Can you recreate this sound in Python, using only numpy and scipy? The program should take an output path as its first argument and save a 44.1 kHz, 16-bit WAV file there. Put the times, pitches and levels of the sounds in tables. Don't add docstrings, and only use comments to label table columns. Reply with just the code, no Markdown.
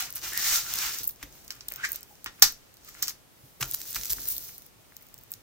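import sys
import numpy as np
from scipy import signal
from scipy.fft import rfft, irfft
from scipy.io import wavfile
from scipy.ndimage import uniform_filter1d

SR = 44100
rng = np.random.default_rng(int(sys.argv[2]) if len(sys.argv) > 2 else 0)


def transcribe(u):
    v = np.clip(np.atleast_2d(u).T, -1, 1)
    q = np.round(v * 32767).astype(np.int16)
    wavfile.write(sys.argv[1], SR, q)


def elevation(decibels):
    levels = np.asarray(decibels, float)
    return 10 ** (levels / 20)


N = 239110

# time in seconds, speed as level in dB, weight on the mat in dB.
SWING = [
    (.215, -57, 7),
    (.24, -36.5, -2),
    (.311, -40.5, -5),
    (.38, -35, -7),
    (.43, -30, -6),
    (.541, -24.5, -9),
    (.657, -40, -8.5),
    (.844, -31, -2),
    (1.02, -42.5, -9.5),
    (1.1, -63, -23),
]
# time in seconds, speed as level in dB.
SWEEP = [
    (3.6, -50),
    (3.72, -42.5),
    (3.85, -43),
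    (3.893, -40.5),
    (3.997, -40.5),
    (4.081, -38.5),
    (4.113, -42),
    (4.266, -40.5),
    (4.496, -45.5),
    (4.69, -62),
]
# peak time in seconds, time to fade 20 dB in seconds,
# level in dB, weight in dB, brightness in dB.
BRUSHES = [(.005, 0.1, -30.5, -5, -2.5), (.07, .03, -47.5, -1, -8), (0.168, 0.065, -42, -4, 0),
           (1.088, 0.06, -53, -10, 9), (1.219, 0.1, -56.5, 2.2, -1), (1.367, 0.45, -56.5, -8, 2.5),
           (1.554, 0.2, -59.5, 3.5, 1), (1.715, 0.05, -56, -6, 3), (1.756, 0.3, -55.5, -5, 1),
           (1.81, 0.24, -63, 15.5, -3), (1.851, 0.048, -32.5, -15, -9), (1.9, .09, -53, -19, 12),
           (1.952, 0.065, -42.5, -8.5, -11), (2.1, 0.2, -67, -9, 12), (2.169, 0.6, -64.5, -8, -11),
           (2.27, 0.1, -58.5, -12.5, -11.5), (2.4, 0.5, -62.5, 1.6, 4.5), (2.634, 0.5, -66, -5.5, -5.5),
           (2.883, 0.15, -50.5, -7.5, -3), (2.995, 0.2, -51.5, -1.5, 1), (3.465, 0.6, -65.5, -15, 8),
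           (3.959, 0.0444, -33.5, -8.5, 1.1), (4.301, 0.16, -46.5, -26, 16), (5.029, 1.5, -67.5, -1.7, 6.5),
           (5.332, .08, -58.5, -3, -2)]
# time in seconds, level in dB.
CRACKLE = [(0, -10), (.22, 2), (.3, -8), (.9, -4.5), (1.05, -1), (1.15, -9.5), (3.55, -10.5), (3.62, -5.5),
           (4.5, -3.5), (4.8, -6.5), (5.42, -8)]

# centre in Hz, width in Hz, level in dB.
RUBBED_CANVAS = [(750, 400, -10), (1400, 500, -0.5), (1950, 700, 0.5), (2800, 1400, -3)]
RUBBED_FILM = [(2620, 1500, -10.5), (3770, 1300, -2), (5620, 2020, 3), (7260, 3700, -2.5)]
RUBBED_FILM_TOP = [(10200, 6000, -7.5), (14100, 1900, 3), (15300, 1400, 1)]
TICKED_CANVAS = [(850, 500, -13), (1500, 600, -1), (2100, 900, 0), (2800, 1000, -6)]
FLIPPED_FILM = [(3800, 1600, -3), (5650, 2000, 2.5), (7800, 3000, -.5)]
FLIPPED_FILM_TOP = [(11000, 6000, -9), (14050, 1960, 3), (15440, 2100, -1.5)]
STRUCK_CANVAS = [(800, 400, -11), (1400, 550, 1), (1990, 890, -0.5), (2900, 1500, -4)]
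STRUCK_FILM = [(3900, 1800, -4), (5600, 1100, 4.5), (7660, 1500, -8.5)]
STRUCK_FILM_TOP = [(10000, 3700, -6.5), (12900, 1800, 1), (15000, 1300, -0.5)]
TABLE_TOP = [(45, 15, 1.5), (130, 41, -3), (300, 170, -9.5), (600, 640, -16.5)]

# time in seconds, level in dB, brightness in dB.
TURN_AND_TAPE_SNAPS = [(0.0066, -39, 22), (0.0243, -23, 2), (0.1044, -29, -13), (0.1065, -38, 9), (0.1259, -38, 13),
                       (0.164, -34, 6), (0.1799, -31, -4), (0.2808, -28, 2), (0.3343, -24, 0), (0.3757, -16, 2),
                       (0.739, -20, 5), (0.7569, -31, 12), (0.787, -21, -2), (0.96, -37, 1), (0.9868, -25, 5),
                       (1.033, -28, 6), (1.0425, -41, 23), (1.0514, -45, 20), (1.0748, -39, 29), (1.0787, -46, 31),
                       (1.0915, -42, 24), (1.0952, -35, 11), (1.109, -38, 9), (1.1606, -43, -4),
                       (1.2294, -34, -2), (1.3257, -40, -6), (1.4796, -33, -4), (1.506, -21, -9), (1.608, -57, -3),
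              (1.6837, -40, 20), (1.6866, -24, -15), (1.7037, -45, 15), (1.721, -30, 9), (1.738, -30, 4),
              (1.76, -28, 4), (1.89, -37, 12), (1.9191, -27, 13), (1.931, -36, 14), (1.9593, -32, 12),
              (2.008, -55, 19), (2.0307, -34, 3), (2.2441, -30, 5), (2.2617, -31, -30), (2.397, -48, 11),
              (2.523, -41, 12), (2.587, -57, 6), (2.7415, -44, 2), (2.77, -43, 0), (2.8474, -51, 12),
              (2.945, -35, -20), (3.0262, -12, 0), (3.0288, -17, -3), (3.0308, -24, -9), (3.0812, -17, -14),
              (3.0931, -26, -5),
                       (0.138, -34, -2), (0.1572, -38, 6), (0.789, -21, -1), (0.9761, -39, 11),
                    (1.036, -49, 22), (1.054, -46, 19), (1.0684, -56, 24), (1.1715, -55, 5),
                    (1.2239, -44, -5), (1.342, -45, -13), (1.3533, -46, 0), (1.4418, -52, 6),
                    (1.4471, -47, 6), (1.5222, -38, 3), (1.5539, -49, 8), (1.7654, -45, 10),
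                    (1.7707, -45, 7), (1.9062, -39, 5), (1.9461, -39, 8), (2.019, -43, -11),
                    (2.0352, -41, -5), (2.1543, -43, -5), (2.4074, -55, 4), (2.8767, -48, 6),
                    (2.8871, -33, -11), (2.89, -42, 8), (2.8978, -52, 12), (3.0741, -26, -4),
                    (5.0106, -55, 9), (5.0295, -53, 10), (5.2292, -55, 5), (5.4075, -54, -2)]
# time in seconds, level in dB,
# brightness in dB.
PALM_AND_SETTLING_SNAPS = [(3.6132, -23, -13), (3.6159, -31, 12), (3.6259, -20, -3), (3.6313, -16, -16),
                           (3.6427, -28, -3), (3.7126, -27, 10), (3.7235, -28, -6), (3.7367, -38, 20), (3.7465, -24, 11),
                           (3.816, -25, -1), (3.9299, -27, 0), (3.947, -23, 0), (3.9589, -18, -1), (3.9874, -28, -22),
                           (4.0126, -25, -6), (4.0347, -22, -2), (4.039, -33, 5), (4.0563, -23, 0), (4.0975, -24, 1),
                           (4.1017, -21, -21), (4.122, -32, 18), (4.1322, -17, 3), (4.217, -30, -2), (4.2327, -29, -15),
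                           (4.2557, -37, 13), (4.2872, -40, 28), (4.3223, -40, 20), (4.3665, -27, 4), (4.381, -24, 5),
                           (4.438, -39, 9),
                           (3.6096, -43, 18), (3.652, -29, -6), (3.6568, -35, 5), (3.6782, -45, 15),
                    (3.6856, -50, 18), (3.6925, -43, 10), (3.705, -51, 23), (3.7436, -31, 4),
                    (3.7731, -37, -1), (3.8041, -35, 3), (3.855, -34, -4), (3.9046, -34, 2),
                    (3.9073, -41, 16), (3.966, -25, -4), (4.005, -40, 8), (4.0479, -28, 3),
                    (4.0666, -29, -5), (4.107, -26, -7), (4.1135, -22, -2), (4.1155, -25, -2),
                    (4.1264, -27, 12), (4.17, -41, 10), (4.2037, -34, 0), (4.2079, -35, 7),
                    (4.2204, -43, 14), (4.2739, -31, 1), (4.2793, -45, 19), (4.3024, -43, 24),
                    (4.3104, -40, 19), (4.3256, -45, 17), (4.3182, -44, 22), (4.4869, -51, 12),
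                           (4.2838, -34, 15), (4.308, -39, 18), (4.581, -43, 13), (4.6213, -42, 5), (4.664, -52, 16),
                  (4.9669, -34, 5), (5.024, -53, 14), (5.0679, -48, 7), (5.087, -50, 4), (5.1422, -37, 4),
                  (5.1797, -41, 0), (5.1877, -49, 10), (5.2113, -52, 8), (5.2367, -53, 15),
                  (5.3067, -48, 11), (5.3183, -40, 21), (5.3276, -44, 8), (5.3383, -28, -2)]
# time in seconds, level in dB.
TICKS = [(0.757, -44), (1.229, -33), (1.505, -33), (1.523, -43), (1.6092, -43), (1.7164, -35), (1.721, -38),
         (2.2613, -23), (2.89, -44), (2.9506, -39), (3.031, -31), (3.0748, -36), (3.6135, -35),
         (3.6274, -19), (3.7445, -52), (3.8148, -41), (3.855, -51), (3.9638, -24), (4.012, -44),
         (4.1843, -36), (4.493, -43), (4.9227, -47), (0.1506, -52), (0.1731, -43), (0.323, -33),
         (0.665, -39), (1.0961, -49), (1.3538, -54), (1.5138, -43), (2.079, -54), (2.2646, -35),
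         (2.3902, -50), (3.1071, -37), (3.8052, -48), (3.924, -47), (3.9415, -45), (3.971, -37),
         (3.9971, -49), (4.0336, -45), (4.0545, -42), (4.123, -43), (4.257, -47), (5.0153, -51),
         (5.3252, -50)]
# start in seconds, level in dB, weight in dB,
# brightness in dB, rattle t60 in seconds.
TAPS = [(.151, -43, -16, 15.5, 0.095), (1.2267, -38.5, 2, 1.5, 0.046), (1.5045, -31, -11, -10, 0.056),
        (1.607, -37.5, -14, -21, 0.029), (2.26, -40, 5, -30, 0.11), (2.4185, -28, 0, -4, 0.1),
        (2.4223, -1, -18, -5, .032), (2.4222, -1, -20, -3, .007), (2.4226, -9, -8, -2, 0.02),
        (2.429, -23, -10, -6.5, 0.2), (3.021, -32, -3, -16, 0.019), (3.0224, -25.5, -14, -4.5, 0.13),
        (3.08, -26.5, -7.5, -2, 0.046), (3.093, -32.5, -16, -2.5, 0.06), (3.605, -35.5, 1, 3.5, 0.15),
        (3.627, -21, -7, -6, 0.01), (3.742, -22.5, -16, -5, 0.012), (4.098, -31, -15, 7, 0.11)]
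# start in seconds, length in seconds, level in dB,
# first pitch in Hz, last pitch in Hz.
SCRAPES = [
    (0.329, 0.2, -45, 1800, 1980),
    (0.534, 0.051, -48.5, 1430, 1340),
    (0.652, 0.041, -53, 1370, 1400),
    (1.778, 0.05, -53, 1400, 1600),
    (1.838, 0.02, -33.5, 1750, 1800),
    (1.865, 0.022, -53, 1700, 1500),
    (2.109, 0.006, -63, 810, 820),
    (2.128, .007, -62, 810, 820),
    (2.874, 0.011, -59, 1310, 1310),
]
# time in seconds, level in dB.
RUMBLE = [(0.0, -58), (.84, -55), (.95, -58), (1.1, -61.5), (1.3, -61), (1.62, -62.5), (1.87, -57),
          (2.15, -68), (2.66, -72.5), (3.05, -56.5), (3.2, -72), (3.58, -75), (3.66, -61), (4.15, -57),
          (4.45, -61), (4.66, -71), (5.1, -74), (5.42, -73)]
# start in seconds, level in dB, pitch in Hz, t60 in seconds.
THUMPS = [(.022, -51, 750, .1), (.06, -53, 720, .06), (.23, -54, 330, .04), (.237, -52, 620, .06),
          (3.6, -50, 420, .06), (0.255, -54, 320, 0.042), (.318, -52, 363, 0.054), (.46, -49, 20, .25),
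          (.51, -46, 20, .25), (.77, -51, 45, .15), (.845, -51, 48, .2), (.38, -52, 55, .12),
          (.75, -54, 196, .08), (.525, -54, 210, .06), (1.005, -51, 290, .06), (1.006, -53, 470, .05),
          (1.008, -51, 101.5, .1), (1.228, -46, 50, 0.2), (1.233, -47.5, 292, .092), (1.72, -50, 600, .03),
          (1.9, -56, 45, .15), (1.945, -52, 600, 0.035), (2.258, -55, 35, .15), (2.262, -54, 100, 0.14),
          (2.263, -45, 300, .027), (2.423, -51, 170, 0.087), (2.424, -28.5, 806, .064),
          (2.425, -42, 361, 0.056), (3.028, -48, 130, .068), (3.436, -49, 127, .1), (3.45, -56, 260, .05),
          (2.428, -44, 22, .2), (3.612, -37, 130, .16), (3.626, -43, 750, .04), (3.627, -49, 350, .05),
          (3.629, -46, 45, 0.31), (3.961, -48, 45, .29), (4.1, -46, 50, .3), (4.105, -50, 135, .09),
          (4.16, -49, 45, .15), (4.19, -56, 290, .1), (3.957, -48, 116, .09), (5.18, -60, 105, .15),
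          (5.27, -59, 105, .15), (5.35, -59, 105, .2), (4.76, -61, 105, .15), (5.135, -59, 45, .08),
          (4.38, -56, 350, .04), (4.29, -54, 40, .1), (4.355, -54, 55, .1)]
# time in seconds, delay of the left capsule in seconds.
LEFT_LAG = [(0, .00011), (.3, -.00002), (1.2, -.00004), (1.45, .00014), (3.3, .00014), (3.55, -.00004),
            (4.2, .00004), (5.0, .00013), (5.42, .00013)]
# frequency in Hz, density in dB per Hz.
SELF_NOISE = [(25, 8), (45, -.5), (110, 5.5), (250, 2), (600, -1.5), (1500, -6.5), (4000, -9.5),
              (9000, -12.5), (14000, -13), (16000, -19)]


def rms_one(x):
    return x / np.sqrt(np.mean(x ** 2) + 1e-20)


def in_time(rows):
    s, *columns = np.transpose(rows)
    return [np.interp(np.arange(N) / SR, s, c) for c in columns]


def drift(rate_hz):
    r = np.exp(-2 * np.pi * rate_hz / SR)
    slow = signal.lfilter([1], [1, -2 * r, r * r], rng.standard_normal(N + SR))
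    return rms_one(slow[SR:])


def pair(alike):
    common, left, right = rng.standard_normal((3, N))
    alike = np.clip(alike, 0, 1)
    return np.sqrt(alike) * common + np.sqrt(1 - alike) * np.array([left, right])


def grains(per_s, spread_db, alike):
    sizes = elevation(spread_db * np.minimum(rng.exponential(1, N), 4))
    clicks = sizes * (rng.random(N) < per_s / SR)
    return rms_one(signal.lfilter([1], [1, -.8], clicks) * pair(alike))


def resonate(x, modes):
    def bank(v):
        out = 0
        for k, (hz, width, db) in enumerate(modes):
            r = np.exp(-np.pi * width / SR)
            a = [1, -2 * r * np.cos(2 * np.pi * hz / SR), r * r]
            ring = signal.lfilter([1 - r * r, 0, r * r - 1], a, v + 1e-18)
            out = out + (-1) ** k * elevation(db) * ring
        return out
    impulse = np.eye(1, 8192)[0]
    return bank(x) / np.sqrt(np.sum(bank(impulse) ** 2))


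def gliding(x, hz, width):
    out, state = np.zeros_like(x), np.zeros((2, 2))
    for i in range(0, N, 256):
        r = np.exp(-np.pi * width[i] / SR)
        a = [1, -2 * r * np.cos(2 * np.pi * hz[i] / SR), r * r]
        part, state = signal.lfilter([1, 0, -1], a, x[:, i:i + 256], zi=state)
        out[:, i:i + 256] = part * np.sqrt((1 - r * r) / 2)
    return out


def bursts(times, levels_db, t60s, rises):
    out = np.zeros(N)
    for s, db, t60, rise in zip(times, levels_db, t60s, rises):
        at = int(s * SR)
        t = np.arange(min(int(t60 * SR) + 2, N - at)) / SR
        out[at:at + len(t)] += (1 - np.exp(-t / rise)) * elevation(db - 60 * t / t60)
    return out


def contact():
    t = np.arange(N) / SR
    swing_db, weight_db = in_time(SWING)
    sweep_db, = in_time(SWEEP)
    swinging = (t > SWING[0][0]) * (t < SWING[-1][0])
    sweeping = (t > SWEEP[0][0]) * (t < SWEEP[-1][0])
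    power = elevation(2 * np.array([swing_db + weight_db, swing_db, swing_db - 0.36])) * swinging
    power += elevation(2 * (sweep_db + [[-17.5], [-5], [0]])) * sweeping
    for s, fade, db, weight, bright in BRUSHES:
        away = np.maximum((s - t) / 0.64, t - s) / fade
        swell = elevation(2 * np.maximum(db - 20 * away, -150))
        power += elevation(2 * np.array([[weight], [0], [bright]])) * swell
    return 10 * np.log10(power)


def sliding():
    body_db, hiss_db, fizz_db = contact()
    creasing = elevation(in_time(CRACKLE)[0])
    clumps = np.minimum(creasing, 1.2) * drift(35)
    crackle = creasing * grains(700, spread_db=3.0, alike=.7)
    radiation = signal.butter(2, 600, "high", fs=SR, output="sos")
    body = signal.sosfilt(radiation, resonate(pair(0.43), RUBBED_CANVAS))
    hiss = resonate(pair(0.13) + 0.8 * crackle, RUBBED_FILM)
    fizz = resonate(pair(0.039) + 0.85 * crackle, RUBBED_FILM_TOP)
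    film = elevation(hiss_db - 1.5 + 2.0 * clumps) * hiss + elevation(fizz_db - 2.5 + 2.5 * clumps) * fizz
    return elevation(body_db - 1.5 + 1.5 * drift(30)) * body + film


def creases():
    turn_and_tape = TURN_AND_TAPE_SNAPS
    palm_and_after = PALM_AND_SETTLING_SNAPS
    s, db, bright = np.transpose(turn_and_tape + palm_and_after)
    tick_s, tick_db = np.transpose(TICKS)
    return np.hstack([[s, db - 25 + 0.17 * bright, db, db + bright],
                      [tick_s, tick_db, tick_db - 8, tick_db - 11]])


def snaps():
    s, body_db, hiss_db, fizz_db = creases()
    chance = rng.standard_normal((len(s), 3, 256))
    t = np.arange(256) / SR
    phase = t / (.00016 * elevation(3 * chance[:, :1, :1]))
    settling = 0.11 * np.exp(-t / 0.0021) * np.minimum(phase, 1)
    flips = (chance[:, :1] + .5 * chance[:, 1:]) * (phase * np.exp(-phase) + settling)
    body = body_db + 3.5, TICKED_CANVAS, 750
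    hiss = hiss_db - .6, FLIPPED_FILM, 2800
    fizz = fizz_db + 1.5, FLIPPED_FILM_TOP, 9000
    out = np.zeros((2, N + 256))
    for db, modes, low_hz in (body, hiss, fizz):
        high_pass = signal.butter(3, low_hz, "high", fs=SR, output="sos")
        rings = signal.sosfilt(high_pass, resonate(flips, modes))
        power = uniform_filter1d(2 * np.mean(rings ** 2, axis=1), size=16)
        heights = np.sqrt(power.max(axis=1))
        peaks = np.argmax(np.abs(rings[:, 1]), axis=1)
        at = np.maximum((s * SR).astype(int) - peaks, 0)[:, None] + np.arange(256)
        for side in range(2):
            np.add.at(out[side], at, rings[:, side] * (elevation(db) / heights)[:, None])
    return out[:, :N]


def taps():
    s, db, weight, bright, t60s = np.transpose(TAPS)
    rises = 0.022 * t60s
    noise = grains(9000, spread_db=2.5, alike=.6)
    canvas = db + weight, STRUCK_CANVAS, noise[:, ::-1]
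    film = db, STRUCK_FILM, noise
    film_top = db + bright, STRUCK_FILM_TOP, noise
    return sum(resonate(own * bursts(s, level_db, t60s, rises), modes)
               for level_db, modes, own in (canvas, film, film_top))


def scrape_course():
    t = np.arange(N) / SR
    course, levels_db = [], []
    for s, length, db, first_hz, last_hz in SCRAPES:
        course += [(s, first_hz, db), (s + length, last_hz, db)]
        outside = np.maximum(np.maximum(s - t, t - s - length), 0)
        levels_db.append(db - 1900 * outside)
    hz, strength_db = in_time(course)
    width = hz * 0.08 * elevation(0.42 * (strength_db + 57.0))
    return hz, width, np.max(levels_db, axis=0)


def scraping():
    hz, width, db = scrape_course()
    rubbing = grains(4000, spread_db=2.5, alike=.8) * np.sqrt(1.5 * np.pi * width / SR)
    roughness = elevation(1.5 * drift(60))
    once = gliding(rubbing, hz, 1.4 * width)
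    return elevation(db) * roughness * 2.18 * gliding(once, hz, 1.37 * width)


def table():
    s, db, hz, t60s = np.transpose(THUMPS)
    octaves = np.log2(np.maximum(hz, 50) / 50)
    shudder_db = db - 8 - 3.5 * octaves
    shudder = bursts(s, shudder_db, np.full(len(s), 0.28), np.full(len(s), .01))
    unevenness_db = 1.2 * drift(2.8)
    rumble = elevation(in_time(RUMBLE)[0] + unevenness_db)
    out = (rumble + shudder) * resonate(pair(0.62), TABLE_TOP)
    for s, db, hz, t60 in THUMPS:
        at = int(s * SR)
        t = np.arange(min(int(t60 * SR), N - at)) / SR
        envelope = (1 - np.exp(-t * hz / 0.44)) * elevation(db + 6.0 - 60 * t / t60)
        out[:, at:at + len(t)] += np.sin(2 * np.pi * hz * t) * envelope
    return out


def room(x):
    t60_s, level_db, alike_hz, top_hz = 0.18, -8.5, 1500, 16000
    t = np.arange(int(.4 * SR)) / SR
    decay = elevation(-60 * t / t60_s) * (1 - np.exp(-(t / 0.0011) ** 2))
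    common, *own = rng.standard_normal((3, len(t))) * decay
    long_waves = signal.butter(1, alike_hz, fs=SR)
    echoes = own + signal.lfilter(*long_waves, common - 0.31 * np.array(own))
    echoes = signal.lfilter(*signal.butter(1, top_hz, fs=SR), echoes)
    echoes = echoes / np.sqrt(np.sum(echoes ** 2, axis=1))[:, None]
    mono = x.mean(axis=0, keepdims=True)
    return elevation(level_db) * signal.fftconvolve(mono, echoes, axes=1)[:, :N]


def self_noise():
    hz, db = np.transpose(SELF_NOISE)
    grid = np.fft.rfftfreq(N, 1 / SR) + 1
    colour = elevation(np.interp(np.log(grid), np.log(hz), db, left=-30))
    return elevation(-58.5) * rms_one(irfft(rfft(pair(0.023)) * colour, N))


def scene():
    snapping = snaps()
    rest = sliding() + scraping() + taps()
    direct = snapping + rest
    lag = np.round(in_time(LEFT_LAG)[0] * SR)
    left = np.interp(np.arange(N) - lag, np.arange(N), direct[0])
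    wet = room(rest + elevation(-4.5) * snapping)
    return np.array([left, direct[1]]) + wet + table() + self_noise()


def band_limit(x):
    return signal.sosfilt(signal.butter(12, 16430, fs=SR, output="sos"), x)


def record(dry):
    swell_band = signal.butter(2, [6, 22], "band", fs=SR, output="sos")
    swell = signal.sosfilt(swell_band, np.clip(dry, -.2, .2) ** 2)
    overloaded = np.clip(dry + 0.4 * swell, -.95, .95)
    top_cut = signal.cheby2(14, 36, 16350, fs=SR, output="sos")
    mix = signal.sosfilt(top_cut, overloaded)
    return band_limit(mix)


dry = scene()
out = record(dry)
transcribe(out)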